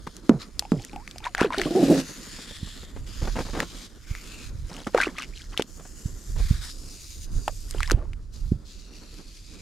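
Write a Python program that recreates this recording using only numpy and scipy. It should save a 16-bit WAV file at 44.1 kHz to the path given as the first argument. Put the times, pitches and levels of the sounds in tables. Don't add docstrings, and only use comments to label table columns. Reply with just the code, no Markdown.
import sys
import numpy as np
from scipy import signal
from scipy.fft import rfft, irfft, next_fast_len
from scipy.io import wavfile
from scipy.ndimage import uniform_filter1d, map_coordinates

SR = 44100
rng = np.random.default_rng(int(sys.argv[2]) if len(sys.argv) > 2 else 0)


def inscribe(sig):
    pcm = np.round(np.clip(np.atleast_2d(sig).T, -1, 1) * 32767)
    wavfile.write(sys.argv[1], SR, pcm.astype(np.int16))


N = 423801


def amp(db):
    return 10 ** (np.asarray(db) / 20)


def unit(x):
    return x / np.sqrt(np.mean(x ** 2) + 1e-20)


def along(points, hz):
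    frequencies, values = np.transpose(points)
    return np.interp(np.log(hz + 1), np.log(frequencies + 1), values)


def wobble(rate_hz):
    knots = rng.standard_normal(int(N * rate_hz / SR) + 4)
    return map_coordinates(knots, [np.arange(N) * rate_hz / SR])


def swell(centre_s, width_s):
    return np.exp(-np.minimum((2 * (np.arange(N) / SR - centre_s) / width_s) ** 2, 50))


def held(t, length_s, attack_s, release_t60_s):
    return np.clip(t / attack_s, 0, 1) * amp(-60 * np.maximum(t - length_s, 0) / release_t60_s)


def filtered(x, response):
    size = x.shape[-1]
    padded = next_fast_len(size + SR // 5)
    return irfft(rfft(x, padded) * response(np.fft.rfftfreq(padded, 1 / SR)), padded)[..., :size]


def rush(spectrum, side_db):
    mid, side = filtered(rng.standard_normal((2, N)), lambda hz: amp(along(spectrum, hz)))
    return unit(np.array([mid + amp(side_db) * side, mid - amp(side_db) * side]))


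def band(size, centre_hz, order):
    white = rng.standard_normal(size)
    return unit(filtered(white, lambda hz: (2 * hz * centre_hz / (hz ** 2 + centre_hz ** 2)) ** order))


def add(track, start_s, sound):
    i = int(np.clip(round(start_s * SR), 0, N - 1))
    track[..., i:i + sound.shape[-1]] += sound[..., :N - i]


def wash(level_db=-48.5, fade_db=-6):
    # frequency_hz, density_db
    spectrum = [(60, -34), (170, 0), (300, -1.5), (800, -21), (1400, -18), (3500, -43.5)]
    level = amp(level_db + fade_db * np.arange(N) / N)
    ripple = amp(3.2 * wobble(8) + 3 * wobble(36))
    return level * unit(rush(spectrum, side_db=-8.0) * ripple)


def wind(breeze_db=-44, gust_gain_db=8.5, rumble_db=-19, rumble_t60_s=0.24):
    # centre_s, width_s, relative_db
    gusts = [(3.28, 0.48, -38), (4.562, 0.19, -35.5), (6.462, 0.42, -40.5), (7.335, 0.15, -38.5),
             (7.978, 0.66, -37.5), (8.502, 0.15, -41)]
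    # frequency_hz, density_db
    spectrum = [(10, -15), (30, 8.5), (60, -2), (120, -10), (500, -56.5)]
    # centre_s, peak_db, centre_hz
    puffs = [(2.632, -20, 105), (3.23, -17, 68.8), (4.114, -19, 67), (6.06, -15.5, 86), (6.512, -6, 86),
             (7.948, -9.5, 56), (8.521, -7, 138)]
    strength = amp(breeze_db) + sum(amp(db + gust_gain_db) * swell(s, width) for s, width, db in gusts)
    out = strength * unit(rush(spectrum, side_db=-11) * amp(3.5 * wobble(14)))
    t = np.arange(SR // 2) / SR
    for s, db, hz in puffs:
        u = np.clip(np.pi * np.sqrt(2) * hz * (np.arange(N) / SR - s), -20, 20)
        out += amp(db) * (1 - 2 * np.tanh(u) ** 2) / np.cosh(u)
        rumble = band(len(t), hz / 2, order=3) * held(t, 1 / hz, 1 / hz, rumble_t60_s)
        add(out, s, amp(db + rumble_db) * rumble)
    return out


def scuffs(catches_per_s=170, catch_s=0.0075, attack_s=0.0031, release_t60_s=0.067,
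           tap_s=0.0039, tap_db=-39.5):
    # start_s, length_s, level_db
    scrapes = [(0.066, 0.0047, -30), (3.214, 0.067, -37.5), (3.271, 0.0087, -29.5), (3.355, 0.057, -29.5),
               (3.449, 0.052, -38), (3.532, 0.1, -31.5), (4.694, 0.13, -42.5), (4.865, 0.0094, -28),
               (6.354, 0.057, -44)]
    taps = [2.091, 2.385, 2.508, 2.67, 2.829, 2.96, 5.794, 5.85]
    # frequency_hz, density_db
    spectrum = [(60, 7), (200, 18), (1300, 3.5), (2600, -5), (12000, -22)]
    t = np.arange(N) / SR
    touches = list(scrapes) + [(s, tap_s, tap_db) for s in taps]
    stroke = sum(amp(db) * held(t - s, length, attack_s, release_t60_s) for s, length, db in touches)
    count = int(catches_per_s * N / SR)
    onsets = ((np.arange(count) + rng.random(count)) * N / count).astype(int)
    catches = np.bincount(onsets, amp(3.5 * rng.standard_normal(count)), N)[:N]
    crackle = signal.lfilter([1], [1, -np.exp(-1 / (catch_s * SR))], catches)
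    return stroke * unit(rush(spectrum, side_db=-15.5) * crackle)


def bubble(t, first_hz, last_hz, t60_s):
    hz = last_hz + (first_hz - last_hz) * np.exp(-3.5 * t / t60_s)
    phase = 2 * np.pi * np.cumsum(hz, axis=-1) / SR
    return np.sin(phase) * (1 - np.exp(-t * first_hz)) * amp(-60 * t / t60_s)


def splat(centre_hz, spit_db=-12, tail_db=-18):
    t = np.arange(SR // 20) / SR
    decay = amp(-60 * t / .011) + amp(tail_db - 60 * t / .05)
    snap = bubble(t, centre_hz, centre_hz, t60_s=8 / centre_hz)
    spit = band(len(t), centre_hz, order=1) + amp(0.5) * band((2, len(t)), centre_hz, order=1)
    hit = snap / np.abs(snap).max() + amp(spit_db) * spit * decay
    return hit / np.abs(hit).max()


def splats():
    # start_s, peak_db, centre_hz
    impacts = [(0.073, -22.5, 1060), (0.167, -25, 6200), (0.594, -3, 4760), (.849, -18.5, 6850),
               (1.077, -21, 2130), (1.112, -24, 3500), (1.183, -20, 5000), (1.349, -9.5, 1650),
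               (1.38, -15, 1880), (1.409, -7.5, 1850), (1.583, -10.5, 3930), (1.616, -9.5, 1950),
               (3.603, -7, 1794), (4.151, -22.5, 2050), (4.87, -19.5, 1370), (4.977, -10.5, 1190),
               (5.014, -11, 2140), (5.184, -17.5, 2160), (5.222, -18.5, 2580), (5.576, -9, 2950),
               (5.622, -13.5, 3100), (7.481, -15.5, 2820), (7.71, -13, 8700), (7.805, -14, 1300),
               (7.831, -12, 2012), (7.899, -12.5, 1580), (7.91, -9.5, 1420), (7.916, -5.5, 6200),
               (8.133, -30.5, 2240)]
    out = np.zeros((2, N))
    for s, db, centre_hz in impacts:
        add(out, s, amp(db) * splat(centre_hz))
    return out


def pocket(t, hz, t60_s, steady_hz, glide_exponent=0.37, lowest_ratio=0.544):
    last_hz = hz * max((hz / steady_hz) ** glide_exponent, lowest_ratio)
    ring = bubble(t, hz, last_hz, t60_s)
    return ring / np.abs(ring).max()


def plops(steady_hz=1210, slap_db=-10, slap_hz=1295, churn_db=-17, churn_life=8, churn_cycles=65):
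    # start_s, peak_db, pitch_hz, t60_s
    pockets = [(.294, -1.5, 311, 0.029), (0.719, -8, 269, 0.03), (1.266, -20, 1016, 0.038),
               (1.415, -7.5, 383, 0.0088), (1.445, -12, 490, 0.047), (1.505, -20, 1040, 0.02),
               (4.947, -5.5, 564, 0.02), (4.984, -13.5, 874, 0.012), (5.002, -11.5, 1510, 0.029),
               (5.07, -18.5, 410, 0.022), (5.596, -10, 520, 0.0057), (7.479, -11, 880, 0.0073),
               (7.747, -25, 530, 0.0098), (7.918, -15, 448, .014)]
    rebound_s, pitch_ratio, t60_ratio = 0.016, .77, 1.86
    out, t = np.zeros((2, N)), np.arange(SR // 4) / SR
    for s, db, hz, t60 in pockets:
        churn_t60 = min(churn_life * t60, churn_cycles / hz)
        churn = band(len(t), 0.8 * hz, order=3) * amp(churn_db - 60 * t / churn_t60)
        add(out, s, amp(db + slap_db) * splat(slap_hz))
        add(out, s, amp(db) * churn)
        rebound_db = -22.5 + 6.5 * np.log2(steady_hz / hz)
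        for k in range(3):
            ring = pocket(t, hz * pitch_ratio ** k, t60 * t60_ratio ** k, steady_hz)
            add(out, s + rebound_s * k * (k + 1) / 2, amp(db + k * rebound_db) * ring)
    return out


def patchy(x, depth_db):
    spectrogram = signal.stft(x, nperseg=512)[2]
    field = uniform_filter1d(rng.standard_normal(spectrogram.shape[1:]), size=6, axis=0)
    field = uniform_filter1d(field, size=45, axis=1)
    return signal.istft(spectrogram * amp(depth_db * unit(field)), nperseg=512)[1][:, :N]


def slide(creep_db=-60, resting_db=-72, rest_s=7.9, bright_from_s=6.7, side_db=-7):
    # start_s, end_s, first_db, last_db, hiss_over_rasp_db
    pulls = [(0.386, 0.428, -40, -40.5, -9), (1.54, 2.01, -47.5, -36, -2.5),
             (1.806, 2.85, -41.5, -52, -0.5), (3.055, 3.866, -46, -47.5, -2), (4.058, 4.498, -51, -50, 0),
             (4.654, 5.6, -57, -61, 3), (5.654, 6.366, -61.5, -57, 9), (6.364, 6.715, -44.5, -46.5, 0),
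             (6.7, 7.249, -54, -49, 4), (7.302, 7.886, -53, -55, 5), (8.317, 8.72, -54, -71, 0),
             (8.637, 9.626, -54.5, -52, -5)]
    # frequency_hz, density_db
    full_rasp = [(400, -9.5), (800, -8), (1200, 2.5), (1800, 4.5), (2600, 1), (3400, 4), (5000, 6),
                 (12000, -42.5)]
    # frequency_hz, density_db
    bright_rasp = [(700, -32), (2500, -8.5), (3200, -9), (4800, -0.5), (12000, -29.5)]
    # frequency_hz, density_db
    fine_hiss = [(3000, -29.5), (5000, -5), (7000, 1), (8400, -5), (10800, -6), (12200, -4.5),
                 (16000, -11.5)]
    # centre_s, width_s, level_db, pitch_hz
    edge_rubs = [(2.457, 1, -59.5, 1860), (2.604, 0.51, -52, 3580), (4.146, .16, -51.5, 2190),
                 (4.397, 0.19, -52, 2520)]
    t = np.arange(N) / SR
    rasp_gain = hiss_gain = amp(np.where(t < rest_s, creep_db, resting_db))
    for start, end, first_db, last_db, hiss_db in pulls:
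        pull = amp(np.interp(t, [start, end], [first_db, last_db]))
        pull *= held(t - start, end - start, attack_s=.025, release_t60_s=.11)
        rasp_gain = np.maximum(rasp_gain, pull)
        hiss_gain = np.maximum(hiss_gain, amp(hiss_db) * pull)
    strands_db = 1.5 * wobble(30) + 1.7 * wobble(400)
    rasp = np.where(t < bright_from_s, rush(full_rasp, side_db), rush(bright_rasp, side_db))
    hiss = rush(fine_hiss, side_db)
    squeaks = sum(amp(db) * swell(s, width) * band(N, hz, order=100) for s, width, db, hz in edge_rubs)
    return amp(strands_db) * patchy(rasp_gain * rasp + hiss_gain * hiss + squeaks, depth_db=2.2)


def drips(typical_hz=804, doubling_s=0.1, tick_db=1.5, tick_hz=2530):
    # start_s, level_db
    drops = [(.624, -34), (0.652, -35), (0.796, -36), (.932, -35), (.961, -29), (1.16, -38.5), (1.204, -39)]
    out, t = np.zeros((2, N)), np.arange(SR // 10) / SR
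    phase = 2 * np.pi * np.cumsum(typical_hz * (1 + (t / doubling_s) ** 3)) / SR
    for s, db in drops:
        detune = 2 ** (rng.standard_normal() / 10)
        t60_s = 4 * amp(db)
        ring = np.sin(phase * detune) * amp(-60 * t / t60_s)
        flutter = 1 + .5 * wobble(220)[:len(t)]
        add(out, s, amp(db) * ring * flutter)
        add(out, s, amp(db + tick_db) * splat(tick_hz))
    return out


def crackles(density=300, pitch_spread=.44, size_spread_db=6, rise=1.15, ring_cycles=17, fizz_db=-14):
    # centre_s, width_s, level_db, typical_hz
    bursts = [(0.821, .16, -48, 3950), (1.259, 0.041, -32.5, 1907), (1.42, 0.071, -24, 1567),
              (1.538, 0.033, -28, 1460), (1.612, 0.096, -31.5, 2420), (4.779, 0.17, -46.5, 4500),
              (5.02, 0.1, -26, 2060), (5.205, .085, -36, 2360), (5.389, .1, -44, 3350),
              (5.535, 0.022, -40, 1810), (5.593, 0.036, -33, 2290), (7.836, 0.17, -39.5, 2190),
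              (8.006, .11, -44.5, 570)]
    out, t = np.zeros((2, N)), np.arange(SR // 20) / SR
    for s, width, db, centre_hz in bursts:
        grains = np.zeros((2, N))
        count = int(density * np.sqrt(width))
        ticks = band(count * len(t), centre_hz, order=2).reshape(count, -1) * amp(-11 - 60 * t / .005)
        for k, (pitch, life, size, pan) in enumerate(np.clip(rng.standard_normal((count, 4)), -2, 2)):
            hz = min(centre_hz * np.exp(pitch_spread * pitch), SR / 4)
            ring = bubble(t, hz, rise * hz, t60_s=ring_cycles * np.exp(life / 2) / hz)
            onset_s = s + width * (2 * (k + rng.random()) / count - 1)
            stereo_gain = amp(size_spread_db * size + 2 * pan * np.array([[1], [-1]]))
            add(grains, onset_s, stereo_gain * (ring + ticks[k]))
        grains = unit(grains) * np.sqrt(2 * width * SR / N)
        fizz = band(int(2 * width * SR), centre_hz, order=2)
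        add(grains, s - width, amp(fizz_db) * fizz)
        out += amp(db) * swell(s, width) * grains
    return out


def groan(octave_db=-10, rub_db=-4, sag_hz_per_s=593, fade_db_per_s=30):
    # start_s, length_s, level_db, slip_hz
    jerks = [(1.576, 0.033, -26.5, 376), (1.655, 0.0091, -22.5, 316), (1.705, 0.016, -25.5, 358),
             (1.75, 0.066, -19.5, 386.6), (1.826, 0.012, -16, 277), (1.877, 0.0099, -19, 275),
             (1.898, 0.028, -14, 284), (1.945, 0.048, -24, 271.4)]
    # frequency_hz, density_db
    spectrum = [(70, -34.0), (150, 6.0), (450, 2.0), (780, -10), (1000, -25.0), (2500, -32.5)]
    out, t = np.zeros((2, N)), np.arange(SR // 4) / SR
    rub = rush(spectrum, side_db=-17.5)
    uneven = 1 + 0.0707 * wobble(130)
    for s, length, db, slip_hz in jerks:
        span = round(s * SR) + np.arange(len(t))
        hz = (slip_hz - sag_hz_per_s * np.minimum(t, length)) * uneven[span]
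        phase = 2 * np.pi * np.cumsum(hz) / SR
        tone = unit(np.sin(phase) + amp(octave_db) * np.sin(2 * phase))
        level = amp(db - fade_db_per_s * t) * held(t, length, attack_s=0.0023, release_t60_s=0.16)
        add(out, s, level * (tone + amp(rub_db) * rub[:, span]))
    return out


def scene():
    return plops() + splats() + drips() + crackles() + groan() + slide() + scuffs() + wind() + wash()


def record(dry, rolloff_hz=11500, limit_hz=15800):
    # frequency_hz, left_minus_right_db
    balance = [(60, -5.5), (250, -2), (1000, 1.05), (9000, 2), (12500, 6)]
    split = np.array([[.5], [-.5]])
    ports = filtered(dry, lambda hz: amp(along(balance, hz) * split) / (1 + (hz / rolloff_hz) ** 6))
    return filtered(ports, lambda hz: hz < limit_hz)


dry = scene()
out = record(dry)
inscribe(out)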